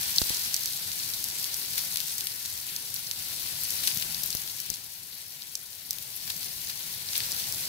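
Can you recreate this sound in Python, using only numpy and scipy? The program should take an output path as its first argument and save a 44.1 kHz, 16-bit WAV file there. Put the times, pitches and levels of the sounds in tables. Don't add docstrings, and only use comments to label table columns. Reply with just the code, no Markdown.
import sys
import numpy as np
from scipy import signal
from scipy.fft import rfft, irfft
from scipy.io import wavfile
from scipy.ndimage import uniform_filter1d

SR = 44100
rng = np.random.default_rng(int(sys.argv[2]) if len(sys.argv) > 2 else 0)


def generate_wav(sig):
    pcm = np.round(np.clip(np.atleast_2d(sig).T, -1, 1) * 32767).astype(np.int16)
    wavfile.write(sys.argv[1], SR, pcm)


def ratio(d):
    e = np.asarray(d, float) / 20
    return 10 ** e


N = 338688


def evened(x):
    return x / np.sqrt(np.mean(x ** 2) + 1e-20)


def read(points, hz):
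    f, value = np.transpose(points)
    return np.interp(np.log(hz + 1), np.log(f + 1), value)


def control(curve, t):
    return np.interp(t, *np.transpose(curve))


def sides(lean_db):
    return ratio(np.outer([.5, -.5], lean_db))


def coherent_pair(likeness, hz, late_s, frames):
    a, b, c, d = rng.standard_normal((4, len(hz), frames))
    same = np.clip(read(likeness, hz), 0, 1)[:, None]
    left, own = a + 1j * b, c + 1j * d
    delay = np.exp(-2j * np.pi * hz * late_s)[:, None]
    return np.array([left, same * left * delay + np.sqrt(1 - same ** 2) * own])


# t/s, level/dB
SIZZLE_LEVEL = [(0.0, -35), (0.34, -35), (0.62, -38.5), (1.86, -37.5), (2.41, -41.5), (2.87, -41),
                (3.12, -41.5), (3.36, -38.5), (3.89, -37.5), (4.21, -38), (4.68, -43.5), (4.9, -47),
                (5.73, -48), (6.44, -41), (6.67, -42), (7.04, -41), (7.34, -37.5), (7.68, -37.5)]
# t/s, lean to the left/dB
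PHONE_AIM = [(0.0, -3.5), (0.6, -2.5), (2.9, -1.5), (3.9, -0.5), (5.7, 0), (6.7, -1), (7.68, -3.5)]


def sizzle():
    t = np.arange(N) / SR
    swell = spurts(t)
    both = swell * hiss(late_s=0.0002875, patchy_db=1.0, flicker_db=0.77)
    both = both + ratio(-6) * crackle(per_s=600, spread_db=4.5, clump=.4)
    body = signal.oaconvolve(both, signal.firwin(63, 8500, fs=SR)[None], "same", axes=1)
    fizz_gain = ratio(2.37) / swell ** 0.27
    played = body + (both - body) * fizz_gain
    return played * ratio(control(SIZZLE_LEVEL, t) + 12.0) * sides(control(PHONE_AIM, t))


# t/s, swell/dB, rise/ms, fall/ms
JUICE_SPURTS = [(.161, 3, 3.3, 5), (.297, 2.5, 8.7, 11), (1.445, 0, 15, 20), (1.78, 8, 2.7, 7),
                (1.965, -2, 10, 10), (2.456, 5, 4.4, 9.2), (3.838, 8.5, 8, 13), (3.877, 8, 4, 20),
                (4.7, 3, 13, 16), (4.741, 5, 3, 2.5), (5.13, 2.5, 8.8, 22), (5.912, 3, 3, 60),
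                (6.278, 6, 6, 4.5), (6.302, 14.5, 4, 5.1), (6.7, 8.5, 4.7, 7.9), (7.16, 7.5, 16, 53),
                (7.244, 4, 8.7, 22), (7.32, 0, 4, 10)]


def spurts(t):
    s, db, rise_ms, fall_ms = np.transpose(JUICE_SPURTS)[..., None]
    shape = np.exp(np.minimum((t - s) / (rise_ms / 1000), (s - t) / (fall_ms / 1000)))
    return ratio((db * shape).sum(0))


# f/Hz, coherence/1
HISS_COHERENCE = [(500, 0.69), (1100, 0.65), (1600, 0.096), (4500, 0.14), (9000, 0.25)]


def hiss(late_s, patchy_db, flicker_db):
    frames, hz = N // 64 + 5, np.fft.rfftfreq(256, 1 / SR)
    patches = rng.standard_normal((len(hz), frames))
    patches = evened(uniform_filter1d(uniform_filter1d(patches, 9, 0), 40, 1))
    flicker = np.zeros(frames)
    for size in (4, 16, 64):
        flicker += uniform_filter1d(rng.standard_normal(frames), size) * np.sqrt(size)
    z = coherent_pair(HISS_COHERENCE, hz, late_s, frames)
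    z = z * ratio(patchy_db * patches + flicker_db * evened(flicker))
    return evened(signal.istft(z, nperseg=256, noverlap=192)[1][:, :N])


def crackle(per_s, spread_db, clump, count=24):
    pitch, span, late, lean = rng.random((count, 4)).T
    low_hz = 3500 * 2.7 ** pitch
    top_hz, late_s = low_hz * 1.15 * 5.5 ** span, .00062 * late - .00005
    burst = bubbles(low_hz, top_hz, late_s, tail_db=-25, tail_s=.003, clap_db=-10)
    burst = burst * sides(7 * (lean - .5)).T[..., None]
    busy = np.exp(clump * evened(uniform_filter1d(rng.standard_normal(N // 64 + 1), 14)))
    chance = np.repeat(busy / busy.mean(), 64)[:N] * per_s / SR
    size = ratio(spread_db * np.minimum(rng.exponential(1, N), 3.1))
    size = size * (rng.random(N) < chance) * rng.choice([-1, 1], N)
    place = rng.integers(0, count, N)
    out = np.zeros((2, N))
    for k in range(count):
        out += signal.oaconvolve((size * (place == k))[None], burst[k], axes=1)[:, :N]
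    return evened(out)


# f/Hz, level/dB
GRATE_ECHO_DIP = [(6500, 0), (8800, -6), (11500, 0)]


def bubbles(low_hz, top_hz, late_s, tail_db, tail_s, clap_db):
    t, f = np.arange(1024) / SR, np.fft.rfftfreq(1024, 1 / SR)
    low, top = 1j * f / low_hz[:, None], 1j * f / top_hz[:, None]
    ring = (low ** 2 / (1 + 1.0 * low + low ** 2) / (1 + 0.75 * top + top ** 2)) ** 2
    faint_tick = ratio(-20) * 3 * low / (1 + 3 * low)
    ring = (ring + faint_tick) * ratio(read(GRATE_ECHO_DIP, f))
    steps, scatter = rng.standard_normal((2, len(low_hz), 2, 1024))
    clap = rfft((t == 0) + (steps[:, :1] + steps) * ratio(clap_db) * np.exp(-t / 0.00025))
    clap = clap / abs(clap) ** .75
    tail = rfft(scatter * ratio(tail_db) * np.exp(-t / tail_s) * (t > .0006))
    port_late_s = np.stack([0 * late_s, late_s], 1)[..., None]
    delay = np.exp(-2j * np.pi * f * (port_late_s + 32 / SR))
    burst = irfft(ring[:, None] * (clap + tail) * delay * (f < 16800))
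    return burst / np.linalg.norm(burst[..., :160], axis=-1, keepdims=True)


# t/s, energy level/dB, pitch f/Hz, lean to the left/dB
JUICE_BURSTS = [(0.032, -1, 1450, 0), (0.2172, 4, 1370, -16), (0.2963, 2.7, 1600, -1.4),
                (0.917, -3, 2060, -9), (1.1374, 0, 3120, -5), (1.3567, -6, 1310, -10),
                (1.443, 1.5, 2740, -3), (1.7792, -1, 850, 2.6), (1.7815, 2, 940, 5), (1.9587, 3, 1800, 3.1),
                (1.9716, 4.5, 2930, 1), (2.0032, 2, 2700, 2), (2.208, 1.5, 2320, -4),
                (2.2704, 3.5, 1710, -1), (2.459, -2, 2550, -3), (2.7632, 3.5, 4000, -8),
                (2.9624, -3, 1790, -13), (3.1126, 4, 1800, -10), (3.874, 8.5, 1970, -2),
                (3.8756, 0, 1430, -4.5), (3.878, 5, 1100, 3), (3.9991, -4, 2250, 0),
                (4.4763, -4, 1300, -1.1), (5.9854, -6.5, 2130, 6.1), (6.177, -15, 2260, 5),
                (6.3049, -6, 2040, -14), (6.6971, -7, 950, -3), (7.1327, 1, 1000, -6),
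                (7.165, -1.4, 1610, 1)]
# t/s, energy level/dB, top edge f/Hz, lean to the left/dB
FAT_SNAPS = [(0.0562, -5, 9010, -9.9), (0.1616, 0, 7000, -11), (0.3454, -3, 6670, -10),
             (0.5429, 10, 11000, -5), (0.5648, 5.5, 14400, -12), (0.6354, 0.5, 15690, -14),
             (0.6584, 6.5, 16000, -12), (0.985, -10, 8500, -7), (1.2416, 4.5, 16560, 0.4),
             (1.2868, -2, 19000, -6), (1.3973, 0, 19000, -1), (1.5435, 2, 12900, -10),
             (2.0829, -1.4, 16300, -15), (2.182, 3, 19000, 1), (2.5766, -3.4, 16610, -10),
             (3.706, 3.5, 16000, -1), (3.9734, 1.5, 13900, 5), (4.235, 0, 17120, 10),
             (4.238, 0.5, 15420, 1.8), (4.3043, 0, 11100, 4.8), (4.3507, 3.5, 19000, 1),
             (4.6023, 0.5, 18830, 2), (4.7018, 0, 10700, 14), (4.7407, -4.5, 9020, 1),
             (5.5537, 3.5, 10500, -5), (5.9084, 9, 18000, -8), (5.931, -1, 15410, -5),
             (6.928, -10, 18290, 4), (7.319, 1.5, 10750, 0), (7.5244, 2, 19000, -4.2)]
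# t/s, energy level/dB, pitch f/Hz, lean to the left/dB
SHADED_POPS = [(0.1835, 12.5, 4270, 0), (0.2216, -9, 4380, 8), (3.9144, -2, 1410, 0),
               (4.024, -1.2, 1500, 3), (4.3282, -5.5, 4940, 4.1), (4.37, -5, 5200, 2),
               (5.1257, -17, 1640, 3), (5.4215, -11.3, 3160, 5), (4.1461, -1.5, 4660, 1),
               (7.088, -6, 4300, 1), (7.3249, -5, 4900, -1.4), (7.1549, -2.2, 1690, 6.5),
               (7.204, -1, 1470, -0.5)]
# t/s, energy level/dB, lean to the left/dB
THIN_TICKS = [
    (2.2411, 0, -5.3),
    (2.9423, 3.7, -2),
    (3.6358, 2, 2),
    (3.9463, -4, 3.5),
    (4.261, 1, 5),
    (6.0261, -10, 11),
    (6.164, -5, 5),
    (7.1789, 10, -10),
    (7.3465, -1.8, 1),
]


def pops():
    # t/s, energy/dB, pitch/Hz, top edge/Hz, lean to the left/dB, right port late/ms
    rows = [(s, db, hz, 13000, lean, 0.289) for s, db, hz, lean in JUICE_BURSTS]
    rows += [(s, db, 4800, top, lean, 0.0) for s, db, top, lean in FAT_SNAPS]
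    rows += [(s, db, hz, 4900, lean, 0.506) for s, db, hz, lean in SHADED_POPS]
    rows += [(s, db, 8300, 14400, lean, 0.24) for s, db, lean in THIN_TICKS]
    s, db, low_hz, top_hz, lean_db, late_ms = np.transpose(rows)
    burst = bubbles(low_hz, top_hz, late_ms / 1000, tail_db=-26, tail_s=0.0043, clap_db=-10.5)
    burst = burst * ratio(.7 + db)[:, None, None] * sides(lean_db).T[..., None]
    out = np.zeros((2, N + 1024))
    starts = np.round(s * SR).astype(int) - 32
    for start, sound in zip(starts, burst):
        out[:, start:start + 1024] += sound
    return out[:, :N]


# t/s, push level/dB, sign/1, port (0 left, 1 right), let-go time/ms
DROPLETS = [
    (.2172, -11.5, -1, 1, 1.5),
    (.3054, -20, -1, 1, 1.3),
    (4.3504, -21, -1, 0, 1.4),
    (4.7016, -27, 1, 0, 2.2),
    (4.7172, -31, -1, 0, 1.2),
]


def droplet_thuds(low_cut_hz):
    out, t = np.zeros((2, N)), np.arange(4000) / SR
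    low_cut = signal.butter(2, low_cut_hz, "high", fs=SR)
    for s, db, sign, port, let_go_ms in DROPLETS:
        push = np.sign(sign) * ratio(db) * np.exp(-t / (let_go_ms / 1000)) * (1 - np.exp(-t * 16000))
        out[round(port), round(s * SR):][:len(t)] += signal.lfilter(*low_cut, push)
    return out


# level/dB, f/Hz, reverberation time T60/s, lean to the left/dB
FIRE_BOX_KNOCK = (-30, 170, .045, 4)


def knock(at_s):
    out, t = np.zeros((2, N)), np.arange(4000) / SR
    db, hz, t60, lean_db = FIRE_BOX_KNOCK
    ring = -ratio(db - 60 * t / t60) * np.sin(2 * np.pi * hz * t) * (1 - np.exp(-t / 0.0021))
    out[:, round(at_s * SR):][:, :len(t)] += ring * sides(lean_db)
    return out


# f/Hz, level/dB per Hz
FLAME_SPECTRUM = [(12, -43), (20, -15), (106, 2.5), (172, -0.5), (286, -11.5), (393, -9.5), (440, -14.5),
                  (468, -11), (507, -11), (755, -10.5), (900, -10), (1170, -14.5), (1980, -120)]
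# f/Hz, coherence/1
FLAME_COHERENCE = [(60, 0.96), (270, 0.94), (450, 0.99), (900, 0.58)]


def roar(late_s, lean_db, lumpy_db):
    frames, hz = N // 512 + 5, np.fft.rfftfreq(2048, 1 / SR)
    lumps = rng.standard_normal((len(hz), frames))
    lumps = evened(uniform_filter1d(uniform_filter1d(lumps, 12, 0), 3, 1))
    z = coherent_pair(FLAME_COHERENCE, hz, late_s, frames)
    z = z * ratio(read(FLAME_SPECTRUM, hz)[:, None] + lumpy_db * lumps)
    flames = evened(signal.istft(z, nperseg=2048, noverlap=1536)[1][:, :N])
    t = np.arange(N) / SR
    follow_db = 0.94 * (control(SIZZLE_LEVEL, t) + 40)
    nearer_db = 0.5848 * t
    return flames * ratio(-57.5 + follow_db + nearer_db) * sides(lean_db)


def causal(points):
    log_gain = read(points, abs(np.fft.fftfreq(4096, 1 / SR))) * np.log(10) / 20
    return np.fft.ifft(np.exp(np.conj(signal.hilbert(log_gain)))).real[:1024]


# f/Hz, level/dB
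LEFT_COLOUR = [(300, -16), (550, -21.5), (800, -15), (1200, -16), (1400, -10), (2200, -6), (3200, -3.5),
               (4500, -1.5), (5600, -3), (7000, -7), (8000, -7.5), (9500, -5), (11500, -3), (15600, -6)]
# f/Hz, level/dB
RIGHT_COLOUR = [(300, -21), (650, -30.5), (1000, -20.5), (2600, -16), (3200, -13.5), (4300, -3),
                (5400, -6.5), (6100, -6), (6900, -12.5), (8000, -5), (9500, -16.5), (11000, -29),
                (13200, -14.5), (15600, -26)]


def scene():
    ports = np.array([causal([(60, -56.5)] + LEFT_COLOUR), causal([(60, -71)] + RIGHT_COLOUR)])
    meat = signal.oaconvolve(sizzle() + pops(), ports, axes=1)[:, :N]
    thumps = droplet_thuds(low_cut_hz=40) + knock(at_s=3.9685)
    return meat + thumps + roar(late_s=0.00019, lean_db=4.0, lumpy_db=1.5)


def band_limit(x):
    return signal.sosfilt(signal.butter(12, 16990, fs=SR, output="sos"), x)


def record(dry):
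    low_pass = signal.firwin(511, 15750, window=("kaiser", 9), fs=SR)
    limited = signal.oaconvolve(dry, low_pass[None], "same", axes=1)
    power = dry ** 2
    sharp = uniform_filter1d(power, size=64) > 25 * uniform_filter1d(power, size=8192)
    opened = np.minimum(4 * uniform_filter1d(sharp * 1., size=128), 1)
    heard = limited + opened * (dry - limited)
    heard = heard / (1 + (abs(heard) / .95) ** 6) ** (1 / 6)
    return band_limit(heard)


dry = scene()
out = record(dry)
generate_wav(out)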